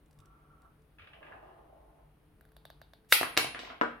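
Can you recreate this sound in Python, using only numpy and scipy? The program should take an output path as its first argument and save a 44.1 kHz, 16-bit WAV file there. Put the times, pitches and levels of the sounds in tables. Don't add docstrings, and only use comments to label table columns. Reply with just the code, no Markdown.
import sys
import numpy as np
from scipy import signal
from scipy.fft import rfft, irfft
from scipy.io import wavfile
from scipy.ndimage import uniform_filter1d

SR = 44100
rng = np.random.default_rng(int(sys.argv[2]) if len(sys.argv) > 2 else 0)


def attenuation_scalar(level_db):
    decades = np.asarray(level_db, float) / 20
    return 10 ** decades


def generate_wav(sig):
    pcm = np.round(np.clip(np.atleast_2d(sig).T, -1, 1) * 32767).astype(np.int16)
    wavfile.write(sys.argv[1], SR, pcm)


N = 176400

# pitch_hz, level_db, t60_s
TABLE_MODES = [(102, -30, 0.074), (245, -22, 0.09), (303, -13.5, 0.03), (458, -19.5, 0.07),
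               (619, -12, 0.034), (968, -11.5, 0.023), (1520, -45, 0.076)]


def evened(x):
    return x / np.sqrt(np.mean(x ** 2) + 1e-30)


def read(points, hz):
    f, value = np.transpose(points)
    return np.interp(np.log(hz + 1), np.log(f + 1), value)


def add(mix, s, sound):
    part = mix[round(s * SR):][:len(sound)]
    part += sound[:len(part)]


def above(x, hz, order=2):
    return signal.sosfilt(signal.butter(order, hz, "high", fs=SR, output="sos"), x)


def resonate(x, hz, width):
    turn = np.exp(2j * np.pi * hz * np.arange(x.shape[-1]) / SR)
    r = np.exp(-np.pi * width / SR)
    for _ in range(2):
        x = 2 * (turn * signal.lfilter([1 - r], [1, -r], x / turn)).real
    return x


def modes(table, size=8000):
    t = np.arange(size) / SR
    return sum(attenuation_scalar(db - 60 * t / t60) * np.sin(2 * np.pi * hz * t) for hz, db, t60 in table)


def fizz(lo_hz, hi_hz, fall_s, size=8000, order=2):
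    sos = signal.butter(order, [lo_hz, min(hi_hz, 18000)], "band", fs=SR, output="sos")
    burst = rng.standard_normal(size) * np.exp(-np.arange(size) / SR / fall_s)
    return signal.sosfilt(sos, burst)


def grains(spread_db, per_s):
    strength = attenuation_scalar(spread_db * np.minimum(rng.exponential(1, N), 4))
    return evened(rng.standard_normal(N) * strength * (rng.random(N) < per_s / SR))


def knock(db, hz, tick_db, cycles, body_db, tick_hz, body=TABLE_MODES):
    t = np.arange(8000) / SR
    soft = 1 - np.exp(-t / .00008)
    push = -2.2 * np.sin(2 * np.pi * hz * t) * np.exp(-t * hz / cycles)
    chatter = attenuation_scalar(-6) * fizz(0.65 * hz, 1.66 * hz, 0.0035)
    blunt = soft * (push + chatter + attenuation_scalar(body_db) * modes(body))
    return attenuation_scalar(db) * (blunt + attenuation_scalar(tick_db) * fizz(2900, tick_hz, 0.00087))


def air():
    # pitch_hz, level_db
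    air_colour = [(20, -22.5), (43, -3.5), (180, -12), (500, -18.5), (1300, -24.5), (3000, -33),
                  (6500, -47.5), (16000, -55.5)]
    # pitch_hz, likeness
    likeness = [(60, 0.72), (240, 0.64), (950, 0.43), (3770, .05), (15000, .03)]
    # pitch_hz, width_hz, level_db
    hum_partials = [(52, 6.6, -67.5), (148.1, 3.3, -71), (305.2, 16, -77.5), (437, 1.3, -79.5)]
    hiss_lift_hz, hiss_lift_db = 8540, 14
    frames, hz = N // 512 + 5, np.fft.rfftfreq(2048, 1 / SR)
    a, b, c, d, patches = rng.standard_normal((frames, 1025, 5)).T
    patches = evened(uniform_filter1d(uniform_filter1d(patches, 20, 0), 8, 1))
    same = np.clip(read(likeness, hz), -1, 1)[:, None]
    left = a + 1j * b
    z = np.array([left, same * left + np.sqrt(1 - same ** 2) * (c + 1j * d)])
    colour_db = read(air_colour, hz) + hiss_lift_db * (hz > hiss_lift_hz)
    z *= attenuation_scalar(colour_db[:, None] + 1.03 * patches)
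    noise = evened(signal.istft(z, nperseg=2048, noverlap=1536)[1][:, :N])
    hum = 0
    for f, width, db in hum_partials:
        turn, r = np.exp(2j * np.pi * f * np.arange(N) / SR), np.exp(-np.pi * width / SR)
        line = 2 * (turn * signal.lfilter([1 - r], [1, -r], rng.standard_normal(N) / turn)).real
        hum = hum + attenuation_scalar(db) * evened(line)
    return attenuation_scalar(-66) * noise + hum


def clatter():
    # start_s, level_db
    knocks = [(0.9847, -54.5), (0.9947, -52), (1.0183, -53), (1.043, -59), (1.0716, -52), (1.1334, -51),
              (1.17, -78), (1.228, -50.5), (1.267, -49.5), (1.3207, -42.5), (1.3528, -70), (1.3985, -73)]
    # pitch_hz, width_hz, level_db
    scrap_body = [(1400, 240, 2), (1693, 325, 11), (2080, 194, 4), (2450, 220, 13), (2930, 95, 2.5),
                  (4340, 250, -30)]
    top_hz, dulls_hz_per_s = 3970, 9800
    taps = np.zeros(N)
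    for s, db in knocks:
        tap = fizz(810, top_hz - dulls_hz_per_s * max(s - 1.1, 0), 0.006, size=2000)
        add(taps, s, attenuation_scalar(db + 3) * tap)
    return sum(attenuation_scalar(db) * resonate(taps, hz, 3.16 * width) for hz, width, db in scrap_body)


def roll():
    # time_s, level_db, brightness (0-1)
    course = [(.975, -80, .3), (1.0, -67.5, 0.4), (1.14, -60.5, 0.6), (1.2, -58.5, 0.7), (1.24, -54, 0.92),
              (1.349, -54, 0.62), (1.5, -55.5, 0.7), (1.75, -60.5, 0), (2.03, -64, 0.3), (2.15, -86, .1)]
    # pitch_hz, width_hz, level_db
    roll_body = [(413, 114, -4.5), (643, 117, -1.5), (742, 140, -3), (980, 110, -3), (1196, 80, -4),
                 (1680, 170, -2), (2700, 430, -4)]
    s, level_db, bright = np.transpose(course)
    t = np.arange(N) / SR
    contact = grains(2.9, 1200)
    dull = 1 - np.interp(t, s, bright)
    body = 0
    for hz, width, db in roll_body:
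        octaves = np.log2(max(hz / 800, 1))
        body = body + attenuation_scalar(db - 31 * dull * octaves) * evened(resonate(contact, hz, 1.17 * width))
    return 0.62 * body * attenuation_scalar(np.interp(t, s, level_db, -120, -120))


def rub():
    # time_s, level_db
    course = [(.14, -90), (.2, -67), (.33, -69.5), (.45, -70.5), (.53, -65), (.58, -70.5), (.65, -61.5),
              (.72, -77), (.76, -96)]
    # pitch_hz, width_hz, level_db
    mat = [(760, 90, -5.5), (950, 130, -7.5), (1150, 100, -3.5), (1340, 50, 2), (1500, 64, -12)]
    s, level_db = np.transpose(course)
    slips = grains(2.4, 2500)
    body = sum(attenuation_scalar(db) * evened(resonate(slips, hz, width)) for hz, width, db in mat)
    return evened(body) * attenuation_scalar(np.interp(np.arange(N) / SR, s, level_db, -120, -120))


def bumps():
    # start_s, level_db, pitch_hz
    wrists = [
        (0.169, -55.5, 97.4),
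        (.62, -61, 154),
        (0.999, -52.5, 89.7),
        (1.32, -58, 95),
    ]
    out, t = np.zeros(N), np.arange(8000) / SR
    for s, db, hz in wrists:
        add(out, s, attenuation_scalar(db) * np.sin(2 * np.pi * hz * t) * t / 0.036 * np.exp(1 - t / 0.026))
    return out


def ticks():
    # start_s, level_db
    fingers = [(0.06, -56), (0.11, -50.5), (0.129, -52), (0.1883, -46), (0.2023, -46.5), (0.2569, -47),
               (0.619, -52), (0.82, -60)]
    out = np.zeros(N)
    for s, db in fingers:
        add(out, s, attenuation_scalar(db - 13) * fizz(1200, 11000, 0.0031))
    return out


def creaks():
    # start_s, level_db, fizz_db (high fizz), mid_db (share of the upper mode)
    slips = [
        (2.41, -57.5, 7, 17),
        (2.452, -59, 5, 13),
        (2.49, -65, 2, 4),
        (2.519, -58.5, 3, 7),
        (2.566, -45.5, -0.5, -8),
        (2.653, -39.5, -4.5, -2),
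        (2.702, -39.5, -8, -3),
        (2.816, -40.5, -9.5, 1.5),
        (2.935, -43.5, -7, -2),
        (3.047, -63.5, -8, 5.5),
    ]
    # pitch_hz, level_db, t60_s
    joint = [(663, -6.5, 0.018), (850, 3, 0.0071), (1100, -11.5, .008), (1620, -8.5, 0.0092),
             (3560, -9.5, 0.006), (4300, -11, .006)]
    out = np.zeros(N)
    for s, db, fizz_db, mid_db in slips:
        ring = above(modes(joint) + attenuation_scalar(mid_db) * modes([(1530, -6, 0.011)]), 590, order=4)
        high = attenuation_scalar(fizz_db - 0.5) * fizz(10000, 14300, 0.0027)
        bite = attenuation_scalar(-1) * fizz(2300, 5200, .0015, order=4)
        rasp = attenuation_scalar(-12) * fizz(3000, 4700, .035, order=4)
        add(out, s, attenuation_scalar(db - 4.5) * (ring + high + bite + rasp))
    return out


def skitter():
    # time_s, level_db, top_hz
    course = [(3.57, -76, 6900), (3.6, -56.5, 6260), (3.658, -47.5, 4670), (3.721, -55, 3600),
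              (3.79, -76, 2500)]
    s, level_db, top_hz = np.transpose(course)
    hz, t, z = signal.stft(grains(2.5, 1500), SR, nperseg=256)
    z = z * (hz / (hz + 300))[:, None] / (1 + (hz[:, None] / np.interp(t, s, top_hz)) ** 6)
    return signal.istft(z * attenuation_scalar(np.interp(t, s, level_db, -120, -120)), SR, nperseg=256)[1][:N]


def late_bounces():
    # start_s, level_db, pitch_hz, tick_db (steel tick)
    bounces = [(1.985, -59, 850, -40), (3.5475, -29, 1900, -30), (3.557, -42, 630, -19),
               (3.592, -29.5, 2880, -18), (3.6, -47, 640, -29), (3.634, -39, 650, -20),
               (3.65, -37, 2290, -25), (3.675, -42, 915, -26), (3.702, -35, 1340, -29),
               (3.709, -44, 680, -25), (3.732, -44, 710, -26)]
    out = skitter()
    for s, *row in bounces:
        add(out, s, knock(*row, cycles=0.8, body_db=-4.5, tick_hz=7300))
    return above(out, 150)


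def floor_hits():
    # start_s, level_db, pitch_hz, tick_db (steel tick)
    landings = [
        (3.8125, -13, 1420, -35),
        (3.8195, -19.5, 1500, -45),
        (3.829, -34, 710, -25),
        (3.834, -21, 601, -24),
    ]
    # pitch_hz, level_db, t60_s
    board = [(240, -10, .16), (305.6, -8.5, .09), (454, -8, .09), (550, -8, .06), (619.5, -2, .07),
             (800, -10.5, .04), (980, -5, .04), (1157, -8, .06), (1500, -14, .05), (1900, -14, .05)]
    out = np.zeros(N)
    for s, *row in landings:
        add(out, s, knock(*row, cycles=1.02, body_db=-9.0, tick_hz=7000, body=board))
    return above(above(out, 170), 150)


def table_drops():
    # start_s, level_db, pitch_hz, tick_db (steel tick)
    drops = [
        (3.212, -18.5, 750, -12),
        (3.2309, -16, 1300, -12),
        (3.3683, -15, 2700, -23.5),
        (3.3749, -6.5, 2480, -6),
        (3.3773, -15.5, 3080, -6.5),
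        (3.3797, -19, 800, -23),
        (3.387, -31, 900, -14),
        (3.392, -30, 1500, -17),
        (3.4455, -24.5, 790, -11),
    ]
    out = np.zeros(N)
    for s, *row in drops:
        add(out, s, knock(*row, cycles=0.47, body_db=-8.0, tick_hz=11900))
    return above(out, 100)


def rings():
    # start_s, pitch_hz, level_db, t60_s, tumble_per_s, rise_s
    partials = [
        (3.125, 11870, -41, .5, 22, .004),
        (3.14, 9895, -43, .9, 24, .01),
        (3.385, 9900, -35, .42, 9, .045),
        (3.59, 11870, -64, .4, 5, .09),
    ]
    sway_depth = .35
    out, t = np.zeros((2, N)), np.arange(SR // 2) / SR
    for s, hz, db, t60, tumble, rise in partials:
        for side, turn in zip(out, rng.random(2)):
            sway = 1 + sway_depth * np.sin(2 * np.pi * (tumble * t + turn))
            stop = np.clip((.26 - t) / 0.044, 0, 1) * np.minimum(t / rise, 1)
            tone = np.sin(2 * np.pi * (hz * t + turn / 6))
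            add(side, s, attenuation_scalar(db - 60 * t / t60) * sway * stop * tone)
    return out


def snap():
    # pitch_hz, level_db
    crack_colour = [(88, -39), (200, -25), (900, -13), (2310, -3), (4600, -5), (7220, -21.5), (10500, -7.5),
                    (15300, -17), (16500, -31)]
    # delay_s, level_db, pitch_hz (short ring), ring_db
    cracks = [
        (0, -2, 1715, -10),
        (.0007, -4, 3600, -16),
        (.0021, -1, 2300, -6),
        (.0038, -6, 4196, -17.5),
    ]
    # pitch_hz, level_db, t60_s
    jaws = [(1640, -18, 0.016), (2367, -33, 0.17), (3730, -28.5, .04), (6000, -32.5, .05),
            (8180, -27, 0.022), (10400, -36.5, .03), (12580, -26, 0.052)]
    snap_s, snap_db, fall_s, lead_s = 3.1240, -14.5, 0.00042, .001
    t = np.arange(8192) / SR
    colour = attenuation_scalar(read(crack_colour, np.fft.rfftfreq(8192, 1 / SR)))
    envelope = 0
    for s, db, *_ in cracks:
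        since = t - lead_s - s
        envelope = envelope + attenuation_scalar(db) * (since > 0) * np.exp(-abs(since) / fall_s)
    burst = rng.standard_normal(8192) * envelope
    for s, db, *_ in cracks:
        burst[round((lead_s + s) * SR)] += 2.7 * attenuation_scalar(db)
    crack = irfft(rfft(burst) * colour)
    out, blow = np.zeros(N), np.zeros(N)
    add(out, snap_s - lead_s, attenuation_scalar(snap_db) * crack / np.std(crack[44:200]))
    add(out, snap_s, modes(jaws))
    for s, _, hz, db in cracks:
        add(out, snap_s + s, modes([(hz, db, .006)]))
    give = np.arange(-1600, 0) / SR
    hiss = evened(above(rng.standard_normal(1600), 1500))
    add(out, snap_s - 1600 / SR, attenuation_scalar(-34) * np.exp(give / 0.0086) * hiss)
    click = np.roll(irfft(colour), 100)[:400]
    add(blow, snap_s, attenuation_scalar(9.5) * click / np.linalg.norm(click))
    out = above(out, 320)
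    return out, blow + 0.4 * out


def nearby(x):
    taps = np.zeros((2, 200))
    np.put_along_axis(taps, rng.integers(6, 200, (2, 7)), 0.48 * rng.choice([-1., 1.], (2, 7)), 1)
    taps = taps * np.exp(-np.arange(200) / 90)
    taps[:, 0] = 1
    return signal.oaconvolve(x, taps, axes=1)[:, :N]


def room(x):
    # pitch_hz, t60_s
    decay = [(150, 0.58), (400, 0.38), (1000, 0.36), (2800, 0.45), (7000, 0.29), (15000, 0.23)]
    # pitch_hz, level_db
    room_colour = [(150, -5), (500, -2.5), (2000, -0.03), (6000, 0), (15000, 5.5)]
    gap_s, rise_s = 0.0013, 0.0023
    taps = np.zeros((2, SR))
    at = np.arange(80, SR - 20, 12) + rng.integers(0, 12, (2, (SR - 89) // 12))
    np.put_along_axis(taps, at, rng.choice([-1., 1.], at.shape), 1)
    hz, t, z = signal.stft(taps, SR, nperseg=256)
    same = 1 / (1 + (hz[:, None] / 450) ** 2)
    z = np.array([z[0], same * z[0] + np.sqrt(1 - same ** 2) * z[1]])
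    fall_db = read(room_colour, hz)[:, None] - 60 * t / read(decay, hz)[:, None]
    z = z * attenuation_scalar(fall_db) * (hz < 15900)[:, None]
    tail = signal.istft(z, SR, nperseg=256)[1][:, :SR]
    tail = tail * np.clip((np.arange(SR) / SR - gap_s) / rise_s, 0, 1)
    return signal.fftconvolve(x[None], tail / np.linalg.norm(tail[0]), axes=1)[:, :N]


def scene():
    far, far_taps, hand = roll(), clatter(), rub()
    near = creaks() + ticks() + bumps()
    late, floor, table = late_bounces(), floor_hits(), table_drops()
    cut, blow = snap()
    wet = blow + attenuation_scalar(-8.5) * near + attenuation_scalar(1.5) * far + attenuation_scalar(-1) * far_taps + attenuation_scalar(-3) * hand
    below = attenuation_scalar(0.5) * table + attenuation_scalar(-2.0) * floor + attenuation_scalar(4.5) * late
    aside = attenuation_scalar(-5.0) * far + attenuation_scalar(-3) * far_taps + attenuation_scalar(-1.5) * hand
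    dry = (cut + near) * attenuation_scalar([[-.3], [.3]]) + table * attenuation_scalar([[.4], [-.4]]) + attenuation_scalar(-0.5) * late
    dry = dry + np.array([aside, np.roll(aside, 5)])
    dry = dry + np.array([attenuation_scalar(2.5) * floor, attenuation_scalar(-3.5) * np.roll(floor, 15)])
    return nearby(dry) + room(wet) + room(below) + rings() + air()


def roll_off(x):
    return signal.sosfilt(signal.butter(12, 16970, fs=SR, output="sos"), x)


def record(dry):
    mid = dry.mean(0)
    side = above((dry[0] - dry[1]) / 2, 170)
    pair = np.array([attenuation_scalar(0.72) * mid + side, attenuation_scalar(-0.47) * mid - side])
    band = signal.firwin(255, 16500, window=("kaiser", 9), fs=SR)
    mix = signal.oaconvolve(pair, band[None], "same")
    return roll_off(mix)


dry = scene()
out = record(dry)
generate_wav(out)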